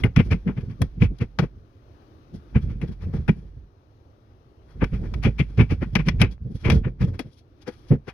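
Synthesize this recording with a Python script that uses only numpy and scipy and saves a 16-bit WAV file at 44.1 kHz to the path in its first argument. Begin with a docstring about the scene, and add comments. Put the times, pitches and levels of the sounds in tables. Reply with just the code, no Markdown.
"""A hand unscrews a plastic nut on a pipe beside a large hollow tank, in a quiet bare room: about 8 seconds.
First come clicks, scrapes and thuds; after a short rest a second bout, then a longer rest.
The third bout is the longest and busiest, running on into more turning; a few last touches end the scene.
Noise rings the nut and microphone, sine waves ring the tank, filtered noise rumbles in the pipe; a murmur lies below.
The microphone has an open port and a covered one, which hears the treble more faintly."""
import sys
import numpy as np
from scipy import signal
from scipy.fft import rfft, irfft, next_fast_len
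from scipy.io import wavfile
from scipy.ndimage import uniform_filter1d

SR = 44100
rng = np.random.default_rng(int(sys.argv[2]) if len(sys.argv) > 2 else 0)


def put_to_file(sound):
    """Save the sound as 16-bit audio at rate SR, in the file named by the first command-line argument."""
    columns = np.atleast_2d(sound).T  # one column per channel
    safe = np.clip(columns, -1, 1)
    whole_steps = np.round(safe * 32767)
    wavfile.write(sys.argv[1], SR, whole_steps.astype(np.int16))


N = 358533

# Murmur of the room, its spectrum: pitch_hz, level_db (per Hz)
ROOM_SPECTRUM = [(12, -32.5), (20, -8.5), (81, 2), (116, 2), (172, -14.5), (241, -11), (301, -6.5),
                 (1060, -29.5), (1150, -26), (2080, -35.5), (3950, -38.5), (6180, -43.5), (7310, -59.5),
                 (11800, -53), (16000, -59.5)]
ROOM_DB = -52
# Slow swell of the murmur: time_s, swell (no unit; 1 lifts the bass by 3 dB)
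MURMUR_SWELL = [(0, 1), (1.602, 0), (2.102, 0.5), (2.6, 0), (3.7, -0.5), (4.5, -0.5), (7.4, -1), (7.8, 0)]
SWELL_TILT = 0.65  # extra dB per octave above 400 Hz for a swell of 1

# How the two ports differ: pitch_hz, level_db (by which the open port is louder)
COVER_LOSS = [(60, -3.5), (120, -1), (240, 1.5), (480, 4), (950, 9.5), (1890, 9.5), (3770, 12.5),
              (7520, 11), (15000, 6.5)]
# How alike the two ports sound: pitch_hz, likeness (0 to 1)
PORT_LIKENESS = [(60, 0.98), (200, 0.88), (350, 0.8), (700, 1), (3000, 0.3), (7000, 0.54), (12000, .7)]
HOUSING_HZ, EDGE_HZ = 2500, 16300  # upper limits of the housing and of the whole sound

# Spectrum of the shaking pipe: pitch_hz, level_db (per Hz)
SHAKE_SPECTRUM = [(12, -33.5), (24, -16), (38, -7), (48, 10), (62, 1), (80, -3), (100, -12.5), (140, -81.5),
                  (300, -110)]
# Spectrum of the creaking pipe: pitch_hz, level_db (per Hz)
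CREAK_SPECTRUM = [(50, -39.5), (80, -4.5), (120, 8.5), (200, -0.5), (300, -9.5), (480, -19), (800, -35.5),
                  (1500, -70), (3000, -110)]
# Spectrum of the rattling loose pipe: pitch_hz, level_db (per Hz)
RATTLE_SPECTRUM = [(120, -37), (240, 3), (320, 1.5), (470, -0.5), (600, -11.5), (900, -26), (1500, -63),
                   (3000, -110)]
# The grip, one list for each bout of work: time_s, shaking_db, rubbing_db
GRIP_BOUTS = [
    [(0.0, -24.5, -41.5), (0.07, -26, -78), (0.138, -43, -73), (0.176, -26.5, -61), (0.746, -48.5, -68.5),
     (0.848, -30.5, -59.5), (0.918, -41, -70), (1.106, -22.5, -80), (1.154, -46, -65.5),
     (1.584, -47.5, -83.5), (1.72, -76, -89)],
    [(2.27, -67, -77.5), (2.512, -48, -60.5), (2.564, -23, -67.5), (2.62, -37, -69), (2.66, -27.5, -68),
     (3.008, -38.5, -68), (3.072, -30.5, -65), (3.36, -39.5, -62), (3.396, -39, -59.5), (3.65, -46, -83),
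     (3.72, -60.5, -85.5)],
    [(4.62, -50, -69), (4.726, -53.5, -72), (4.834, -25, -56), (4.904, -38, -58), (4.932, -26, -57.5),
     (5.566, -34, -61.5), (5.614, -26.5, -58), (5.692, -34.5, -61.5), (6.164, -27, -65), (6.28, -24.5, -70),
     (6.38, -44.5, -90)],
    [(6.38, -55, -84.5), (6.414, -42, -93), (6.578, -48, -63), (6.742, -10.5, -67.5), (6.814, -25.5, -68),
     (6.982, -41, -79), (7.012, -26, -63), (7.112, -36, -67), (7.152, -47, -67), (7.274, -54, -62.5),
     (7.32, -75, -73)],
    [(7.58, -72, -67.5), (7.65, -69.5, -69), (7.672, -66, -68), (7.74, -52.5, -59), (7.766, -75, -66),
     (7.784, -57, -81), (7.84, -68, -61), (7.932, -26.5, -60.5), (8.01, -45.5, -89.5), (8.098, -89, -52),
     (8.13, -72, -74)],
]
CREAK_DB, CREAK_SHARE = -12.5, 0.98  # creak level, and its dB for each dB of shaking

# Ways the tank rings: pitch_hz, level_db
TANK_MODES = [(52, -8.5), (80, -0.5), (105, -1.5), (130, -0.5), (160, 0), (193, 0), (235, 0), (310, -8),
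              (390, -5.5), (480, -6.5)]
# Swelling thuds: peak_s, level_db, favoured_pitch_hz, hardness_db, length_s
SWELLING_THUDS = [(0.068, -33, 172, -26, .03), (0.178, -6.5, 142.2, -24, 0.018),
                  (0.202, -7, 163, -13, 0.02), (0.264, -16.5, 102, -33.5, 0.01),
                  (0.325, -11.5, 86, -13, 0.033), (0.347, -18, 178, -30, 0.03), (0.495, -18, 191, -5, .017),
                  (0.586, -21.5, 127.5, -17, 0.039), (0.639, -22.5, 81, -13, 0.022),
                  (0.699, -27, 110, -34, .07), (0.823, -13, 114.5, -14.5, 0.033),
                  (0.983, -28.5, 185, -28, 0.023), (1.032, -4.5, 107, -17, 0.03),
                  (1.223, -16.5, 109.4, -8.5, 0.032), (1.399, -13, 181.4, -5, 0.017),
                  (1.435, -11.5, 137.3, -7.5, 0.023), (1.581, -40.5, 67.4, -28.5, .07),
                  (2.351, -31, 175.4, -11, 0.036), (2.36, -37, 79, -26, 0.082),
                  (2.647, -21.5, 74, -24, 0.043), (2.7, -27, 116.7, -16.5, 0.098),
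                  (2.762, -34, 128, -31, .042), (2.835, -21, 141, -6, 0.035),
                  (3.072, -25, 88.4, -14.5, 0.11), (3.2, -24.5, 78.5, -24, 0.064),
                  (3.375, -35, 180, -20.5, 0.028), (3.441, -42.5, 130, -5, 0.041),
                  (3.574, -33.5, 113, -35, 0.017), (4.77, -33.5, 79.7, -16, 0.04),
                  (4.829, -27.5, 502.5, 1.5, 0.021), (4.937, -15.5, 110.5, -30, .025),
                  (5.04, -27.5, 129.6, -7, 0.074), (5.124, -30.5, 89.8, -13, 0.027),
                  (5.165, -26.5, 78.7, -8.5, .06), (5.27, -9, 116, -8, .035),
                  (5.589, -12.5, 101.6, -7, .021), (5.612, -6, 110, -14, .037),
                  (5.724, -13.5, 87.1, -8, 0.032), (5.799, -28, 74, -29.5, .044),
                  (5.826, -18, 120.4, 1, .016), (5.937, -27, 109, -42.5, .021), (6, -16, 150, -14.5, 0.022),
                  (6.084, -14.5, 160.2, -11.5, 0.032), (6.153, -22.5, 74.6, -26, 0.14),
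                  (6.224, -7, 119, -12, 0.038), (6.245, -21.5, 186.4, -8.5, 0.038),
                  (6.425, -27.5, 75, -31, 0.03), (6.467, -23, 126, -15.5, .026),
                  (6.511, -27.5, 167, -11.5, .03), (6.556, -21.5, 114.6, -22.5, .018),
                  (6.68, -14.5, 120.2, -2.5, 0.059), (6.732, -12.5, 150.8, -12, 0.06),
                  (6.773, -28.5, 449, -4, 0.027), (6.871, -18.5, 125.8, -7.5, 0.039),
                  (7.049, -21, 153.5, -30, 0.026), (7.144, -30.5, 91.1, -11, 0.07),
                  (7.265, -34.5, 113.7, -9.5, 0.042), (7.681, -43, 252, -12.5, 0.015),
                  (7.687, -23.5, 491, -15, 0.021), (8.083, -29, 406, -12, 0.014),
                  (8.09, -33, 137.5, -17, 0.014)]
# Sudden blows as the nut seats or the pipe hits: peak_s, level_db, favoured_pitch_hz, hardness_db, length_s
SUDDEN_BLOWS = [(0.046, -11, 112.3, -10.5, 0.031), (0.472, -15.5, 187.7, -24, .038),
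                (2.561, -6.5, 128.8, -18, .023), (2.897, -22, 188, -20.5, 0.022),
                (3.145, -19.5, 151.5, -12, 0.041), (3.292, -4, 182, -19, 0.021),
                (4.826, -11.5, 116.4, -5, 0.024), (5.403, -6, 127, -15.5, 0.019),
                (5.865, -25.5, 137.2, -32, 0.022), (5.961, -12, 186.8, -8.5, 0.019),
                (6.758, -11, 87, -21, .026), (7.022, -11.5, 123.1, -14.5, 0.044),
                (7.081, -18.5, 89.2, -19.5, .041), (7.197, -27.5, 193, 8, 0.017),
                (7.917, -6, 143.1, -6.5, 0.029), (7.925, -22.5, 467, -13, .022)]
THUD_RISE, BLOW_RISE = 0.51, 0.29  # share of the length spent rising
# The pipe sways after each push; sudden blows and higher pitches move it less
SWAY_DB, SWAY_LAG_S, SWAY_RISE_S, SWAY_FALL_S = -20.5, 0.0071, 0.013, 0.028
SWAY_DB_PER_OCTAVE, BLOW_SWAY_DB = -5.5, -3.5
JOLT_DB = -45.5  # rubbing shaken loose by each push

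# Ringing of the nut, and the microphone's bright peak near 10 kHz: pitch_hz, width_hz, level_db
NUT_AND_MIC_RINGS = [(790, 50, -6.5), (1390, 260, -22.5), (3330, 72, 4), (4450, 360, -18.5),
                     (6570, 300, -15), (9980, 1100, 0.5)]
# Microphone's resonance near 2.3 kHz, which some contacts wake more: pitch_hz, width_hz, level_db
MIC_RINGS = [(2090, 71, -10.5), (2319, 200, -3), (2470, 67, -13)]
# Sharp snaps of the nut on its thread: peak_s, level_db, mic_ring_db, sharpness_db, hardness_db
THREAD_SNAPS = [(0.0363, -29.5, 13, -12, -11), (0.1621, -25, 1, -3.5, -16.5), (0.8174, -23, -5.5, -8, -9),
                (1.388, -17, -8, -7.5, -31), (2.8147, -44, 8.5, -8.5, -13), (3.2795, -31, -1, -15, -18.5),
                (5.139, -34, 2.5, -4, -21), (5.9532, -18.5, 7.5, -3, -18), (6.0852, -19.5, 4.5, -4, -23),
                (6.2155, -16.5, 8, -1.5, -11.5), (6.6996, -19.5, 5, -2, -14.5),
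                (7.1925, -26.5, -0.5, -5.5, -11)]
SNAP_RISE_S, SNAP_FALL_S = 0.0005, 0.0079
# Short scrapes of nut and fingers: peak_s, level_db, mic_ring_db, sharpness_db, length_s
SHORT_SCRAPES = [(0.054, -29.5, -13, -18, 0.025), (0.172, -31.5, 7.5, -16, .02),
                 (0.1984, -25, 4.5, -19.5, 0.019), (0.256, -68, 4, 11.5, .034),
                 (0.316, -31.5, 4, -8, 0.018), (0.3284, -29.5, 3, -12.5, 0.019),
                 (0.479, -41, 2, -15, 0.0086), (0.4893, -34.5, -10, -40, 0.036),
                 (0.579, -42, -1, -17, 0.024), (0.612, -54.5, 1.5, -4.5, 0.02),
                 (0.708, -50.5, -1, -11, 0.029), (1.023, -31, 6.5, -24, 0.012),
                 (1.024, -39.5, 3, -4, 0.037), (1.044, -42, 7.5, -14, 0.029), (1.188, -56, -7, 9, 0.0073),
                 (1.218, -34.5, 1, -14, 0.027), (1.402, -31.5, -5, -12, 0.019),
                 (1.431, -38.5, -3.5, -16, 0.031), (2.354, -63, -17, 7, 0.041),
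                 (2.562, -32.5, 1, -24, 0.026), (2.6276, -56.5, -6, -1, 0.033),
                 (2.71, -53, -1, -10.5, 0.049), (2.83, -45, -6, -12, 0.038), (2.886, -55.5, -11, -3, .027),
                 (2.926, -56.5, -3, -1.5, 0.026), (3.031, -50, -4, -8.5, 0.049),
                 (3.14, -44.5, -10.5, -16, 0.013), (3.157, -48.5, -9, -7.5, 0.056),
                 (3.292, -26.5, 0.5, -17.5, 0.017), (4.712, -60, -15, -6.5, .06),
                 (4.824, -26.5, -4.5, -34, 0.025), (4.843, -29.5, 3, -10, 0.0087),
                 (4.943, -47.5, 3, -14, 0.037), (5.0394, -46, -8, -18, 0.014),
                 (5.0604, -49.5, -2, -17, 0.022), (5.237, -40.5, 0, -0.5, 0.021),
                 (5.2548, -28.5, 5, -12.5, 0.035), (5.393, -38.5, 7, -3.5, 0.018),
                 (5.404, -33.5, 12.5, -13.5, 0.021), (5.503, -63, -5, -5, 0.025), (5.58, -40, 1, -8, 0.015),
                 (5.6034, -26.5, 4.5, -19, 0.031), (5.614, -37.5, 6.5, -12, 0.02),
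                 (5.714, -34.5, 4.5, -8, 0.031), (5.828, -31.5, -5, -20.5, 0.027),
                 (5.937, -63, 2, 3.5, 0.017), (5.966, -26.5, -1, -10, 0.012), (5.998, -34, 5, -14, 0.025),
                 (6.077, -42.5, 8.5, -0.5, 0.037), (6.21, -29.5, 2.5, -6.5, 0.025),
                 (6.236, -31, 4, -16.5, 0.028), (6.265, -51.5, 1, -14.5, 0.035),
                 (6.321, -58, -4, 5.5, 0.037), (6.517, -78, -3, 12, .03), (6.559, -68.5, 5, 16, 0.028),
                 (6.617, -60.5, -8, 4, 0.051), (6.655, -34.5, 8.5, -8, 0.022),
                 (6.678, -29.5, -1, -18.5, 0.049), (6.721, -31, 2.5, -1, 0.02), (6.751, -46, -15, 0, 0.048),
                 (6.851, -36, -1, -29, 0.024), (6.877, -46, -5, -33, 0.022), (7.02, -35, -5, -10.5, 0.035),
                 (7.047, -53.5, -11, 2, 0.017), (7.083, -54.5, -10, -4.5, 0.032),
                 (7.1464, -50.5, -4, -7, 0.025), (7.205, -47.5, -14, 0.5, 0.028),
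                 (7.335, -76.5, -5, 15.5, 0.053), (7.3874, -71.5, 8, 15, 0.037),
                 (7.623, -57.5, -3, 3.5, 0.022), (7.681, -34.5, -7.5, -7, 0.025),
                 (7.73, -66.5, -6, 3, 0.067), (7.793, -75.5, -12.5, 12.5, 0.069),
                 (7.895, -64, -2, 9.5, 0.034), (7.921, -34.5, -11.5, -34, .027),
                 (7.952, -49, -19, -26.5, 0.019), (8.0884, -34, -5, -13, 0.026)]
SCRAPE_RISE = 0.44  # share of the length spent rising
# Fizz compared with sharpness, for a scrape at -39.5 dB; fainter scrapes fizz more
SCRAPE_FIZZ_DB, FIZZ_PER_DB = -14.5, -0.11


def gain_of(db):
    """Turns decibels into a plain multiplier."""
    return 10 ** (np.asarray(db) / 20)


def evened(x):
    """Scales a signal to an average strength (rms) of 1."""
    return x / np.sqrt(np.mean(x ** 2) + 1e-20)


def smoothed_noise(shape, size):
    """Random noise averaged over a short stretch of samples (size), so that it drifts smoothly, at rms 1."""
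    return evened(uniform_filter1d(rng.standard_normal(shape), size=size))


def read(points, hz):
    """Reads a table between its points, on a logarithmic pitch axis."""
    f, value = np.transpose(points)
    return np.interp(np.log(hz + 1), np.log(f + 1), value)


def add(mix, s, sound):
    """Mixes a sound in at s seconds, cutting off what falls outside."""
    sound = sound[..., max(-round(s * SR), 0):]
    part = mix[..., max(round(s * SR), 0):][..., :sound.shape[-1]]
    part += sound[..., :part.shape[-1]]


def colour(x, points):
    """Filters noise to a given spectrum without any sound ahead of its cause; white noise keeps its power."""
    level_db = read(points, abs(np.fft.fftfreq(8192, 1 / SR)))
    log_gain = np.log(gain_of(np.maximum(level_db, -100)))
    minimum_phase = -signal.hilbert(log_gain).imag
    taps = np.fft.ifft(np.exp(log_gain + 1j * minimum_phase)).real[:4096]
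    return signal.oaconvolve(x, taps[None] / np.linalg.norm(taps), axes=1)[:, :N]


def ring(x, hz, width):
    """Rings at one pitch, passing that pitch at gain 1."""
    return signal.lfilter(*signal.iirpeak(hz, hz / width, SR), x)


def band(x, lo_hz, hi_hz):
    """Keeps one range of pitches, scaled so that white noise keeps its power."""
    sos = signal.butter(4, [lo_hz, hi_hz], "band", fs=SR, output="sos")
    return signal.sosfilt(sos, x) * np.sqrt(SR / 2 / (hi_hz - lo_hz))


def bump(rise, fall, curve):
    """Times around a peak, and a swell 9 dB down at rise s before it and fall s after it, within limits."""
    rise, fall = np.clip(rise, .0003, .06), np.clip(fall, .002, .09)
    t = np.arange(-3 * rise, 7 * fall, 1 / SR)
    steps = abs(t) / np.where(t < 0, rise, fall)
    return t, gain_of(-9 * steps ** np.where(t < 0, 2, curve))


def ports(pair, late_s):
    """Two draws of one sound become the open and covered port; above 350 Hz the latter lags (leads if negative)."""
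    hz = np.fft.rfftfreq(N, 1 / SR)
    a, b = rfft(pair)
    same = np.clip(read(PORT_LIKENESS, hz), 0, 1)
    late = np.exp(-2j * np.pi * np.maximum(hz - 350, 0) * late_s)
    cover = gain_of(-read(COVER_LOSS, hz))
    covered = cover * (same * late * a + np.sqrt(1 - same ** 2) * b)
    # keep the power of the two ports' average the same at every pitch
    sum_power = 1 + cover ** 2 + 2 * cover * same * late.real
    return irfft(np.array([a, covered]) * 2 / np.sqrt(sum_power), N)


def walls(x):
    """Short echo tail from floor and tank wall: sparse taps of random sign, the treble dying first."""
    t = np.arange(SR // 4) / SR
    taps = rng.choice([-1., 1.], len(t)) * (rng.random(len(t)) < .06) * (t > .004)
    tail = band(taps, 290, 4600) * gain_of(-60 * t / 0.15)
    tail += band(taps, 4200, 9000) * gain_of(-60 * t / 0.11)
    return signal.oaconvolve(x, tail[None] / np.linalg.norm(tail), axes=1)[:, :N]


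def room():
    """Low murmur of air and distant traffic: noise in drifting patches, brighter as it swells."""
    frames, hz = N // 256 + 5, np.fft.rfftfreq(1024, 1 / SR)
    a, b, c, d, patches = rng.standard_normal((frames, 513, 5)).T
    patches = uniform_filter1d(patches, size=8, axis=0)
    patches = evened(uniform_filter1d(patches, size=20, axis=1))
    spectra = np.array([a + 1j * b, c + 1j * d]) * gain_of(1.1 * patches)
    swell = np.interp(np.arange(frames) * 256 / SR, *np.transpose(MURMUR_SWELL))
    octaves = np.clip(np.log2(hz / 400 + 1e-9), 0, 2.5)[:, None]
    spectra = spectra * gain_of(swell * (3 + SWELL_TILT * octaves))
    murmur = signal.istft(spectra, nperseg=1024, noverlap=768)[1][:, :N]
    return gain_of(ROOM_DB) * colour(evened(murmur), ROOM_SPECTRUM)


def dip(work):
    """Gain that makes the murmur sink while the work is loud and creep back afterwards."""
    power_db = 10 * np.log10(abs(uniform_filter1d((work ** 2).mean(0), size=800)) + 1e-12)
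    fall_db = np.arange(N) * 29.0 / SR  # the followed work level falls at most 29 dB a second
    followed_db = np.maximum.accumulate(power_db + fall_db) - fall_db
    over_db = np.maximum(followed_db + 31.0, 0)
    return gain_of(-.25 * uniform_filter1d(over_db, size=800))


def grip(column):
    """Level in dB over time of one grip column; silent while the hand rests."""
    t = np.arange(N) / SR
    bouts = [np.interp(t, *np.array(rows)[:, [0, column]].T, -200, -200) for rows in GRIP_BOUTS]
    return np.max(bouts, axis=0)


def pushes():
    """Thuds and blows as rows: peak_s, level_db, pitch_hz, hardness_db, rise_s, fall_s, sway_db."""
    rows = []
    for table, rise, less_db in [(SWELLING_THUDS, THUD_RISE, 0), (SUDDEN_BLOWS, BLOW_RISE, BLOW_SWAY_DB)]:
        for s, db, hz, hard_db, length in table:
            sway_db = db + less_db + SWAY_DB_PER_OCTAVE * np.log2(hz / 120)
            rows.append((s, db, hz, hard_db, rise * length, (1 - rise) * length, sway_db))
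    return rows


def sway():
    """Strength of the pipe's swing just after every thud and blow."""
    out = np.zeros(N)
    t, shape = bump(SWAY_RISE_S, SWAY_FALL_S, 2.8)
    for s, *_, db in pushes():
        add(out, s + SWAY_LAG_S + t[0], gain_of(db) * shape)
    return out


def rumble():
    """The grip shakes the pipe in a low wobble of fairly even strength, and makes it creak in lumps."""
    shake_noise, creak_noise = rng.standard_normal((2, 2, N))
    wobble = colour(shake_noise, SHAKE_SPECTRUM)
    strength = abs(signal.hilbert(wobble, next_fast_len(N))[:, :N])
    wobble = evened(wobble / (0.42 + strength))
    shake_db = grip(column=1)
    lumps = gain_of(4.5 * smoothed_noise(N, 1300))
    creak = colour(gain_of(CREAK_DB + CREAK_SHARE * shake_db) * lumps * creak_noise, CREAK_SPECTRUM)
    return (gain_of(shake_db - 2.0) + gain_of(SWAY_DB) * sway()) * wobble + creak


def thuds():
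    """Each push wakes tank modes near its favoured pitch, others detuned and weakened; hard ones rattle the pipe."""
    out, hard = np.zeros((2, N)), np.zeros(N)
    mode_hz, mode_db = np.transpose(TANK_MODES)[..., None]
    chance = rng.random((len(pushes()), 3, len(TANK_MODES), 2))
    for (s, db, near_hz, hard_db, rise, fall, _), draw in zip(pushes(), chance):
        t, shape = bump(rise, fall, 1.09)
        nearest = mode_hz[abs(np.log(mode_hz / near_hz)).argmin()]
        others = mode_hz != nearest
        # shift all modes so that the nearest lands on the favoured pitch
        hz = mode_hz * near_hz / nearest * (1 + 0.067 * others * (draw[2, :, :1] - .5))
        weakened_db = 5.3 * others * draw[:2, :, :1] + 9.46 * abs(np.log2(hz / near_hz))
        sines = np.sin(2 * np.pi * (hz * t + draw[:2, :, 1:]))
        waves = (gain_of(mode_db - weakened_db) * sines).sum(1)
        add(out, s + t[0], gain_of(db - 2.5) * shape * evened(waves))
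        add(hard, s + t[0], gain_of(db + hard_db - 6.0) * shape ** 1.2)
    return out + colour(hard * rng.standard_normal((2, N)), RATTLE_SPECTRUM)


def contact_strengths():
    """Strength over time of body, microphone ring, edge and fizz, driven by snaps, scrapes and rubbing."""
    drive = np.zeros((4, N))
    contacts = [(*row, SNAP_RISE_S, SNAP_FALL_S) for row in THREAD_SNAPS]
    for s, db, mic_db, edge_db, length in SHORT_SCRAPES:
        fizz_db = edge_db + SCRAPE_FIZZ_DB + FIZZ_PER_DB * (db + 39.5)
        contacts.append((s, db, mic_db, edge_db, fizz_db, SCRAPE_RISE * length, (1 - SCRAPE_RISE) * length))
    sooner = np.array([[1.0], [.9], [1.2], [1.4]])  # edge and fizz die sooner
    for s, db, mic_db, edge_db, fizz_db, rise, fall in contacts:
        t, shape = bump(rise, fall, 1.57)
        part_db = db + np.array([[0], [mic_db], [edge_db], [fizz_db]])
        add(drive, s + t[0], gain_of(part_db) * shape ** sooner)
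    fits_db = 1.3 * smoothed_noise(N, 1500)  # rubbing comes in fits
    rubbing = gain_of(grip(column=2) + fits_db) + gain_of(JOLT_DB) * sway()
    return drive + rubbing * gain_of([[-3.0], [-8.0], [-6.0], [-18.0]])


def clicks():
    """Clumps of tiny slips ring the nut and the microphone; sharp contacts wake the edge, hard ones the fizz."""
    clumps = gain_of(1.67 * smoothed_noise((4, 1, N), 70) - 4.5)
    body, mic, edge, fizz = rng.standard_normal((4, 2, N)) * clumps * contact_strengths()[:, None]
    contact = gain_of(-1.5) * band(body, 550, 2000)
    contact += gain_of(-4.0) * band(edge, 2800, 5810)
    contact += gain_of(-7.0) * band(fizz, 8600, 12200)
    contact += gain_of(-30.0) * band(edge, 12000, 15800)
    mic = gain_of(3.5) * band(mic, 1676, 3356)
    sound = 0.91 * contact + 0.14 * mic
    sound += sum(gain_of(db) * ring(mic, hz, width) for hz, width, db in MIC_RINGS)
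    sound += sum(gain_of(db) * ring(contact, hz, width) for hz, width, db in NUT_AND_MIC_RINGS)
    return sound + gain_of(-23.0) * walls(sound)


def scene():
    """Clicks and murmur come through the air, later at the covered port; thuds come dulled through the housing."""
    dull = signal.butter(6, HOUSING_HZ, fs=SR, output="sos")
    housing = signal.sosfilt(dull, thuds() + rumble())
    work = ports(clicks(), 0.00007) + ports(housing, -0.00046)
    return work + dip(work) * ports(room(), 0.00065)


def record(dry):
    """Gently squashes the loudest peaks, then cuts the highest treble."""
    squashed = 1.437 * np.tanh(dry / 1.393)
    treble_cut = signal.firwin(511, EDGE_HZ, window=("kaiser", 9), fs=SR)
    return signal.oaconvolve(squashed, treble_cut[None], "same")


dry = scene()
out = record(dry)
put_to_file(out)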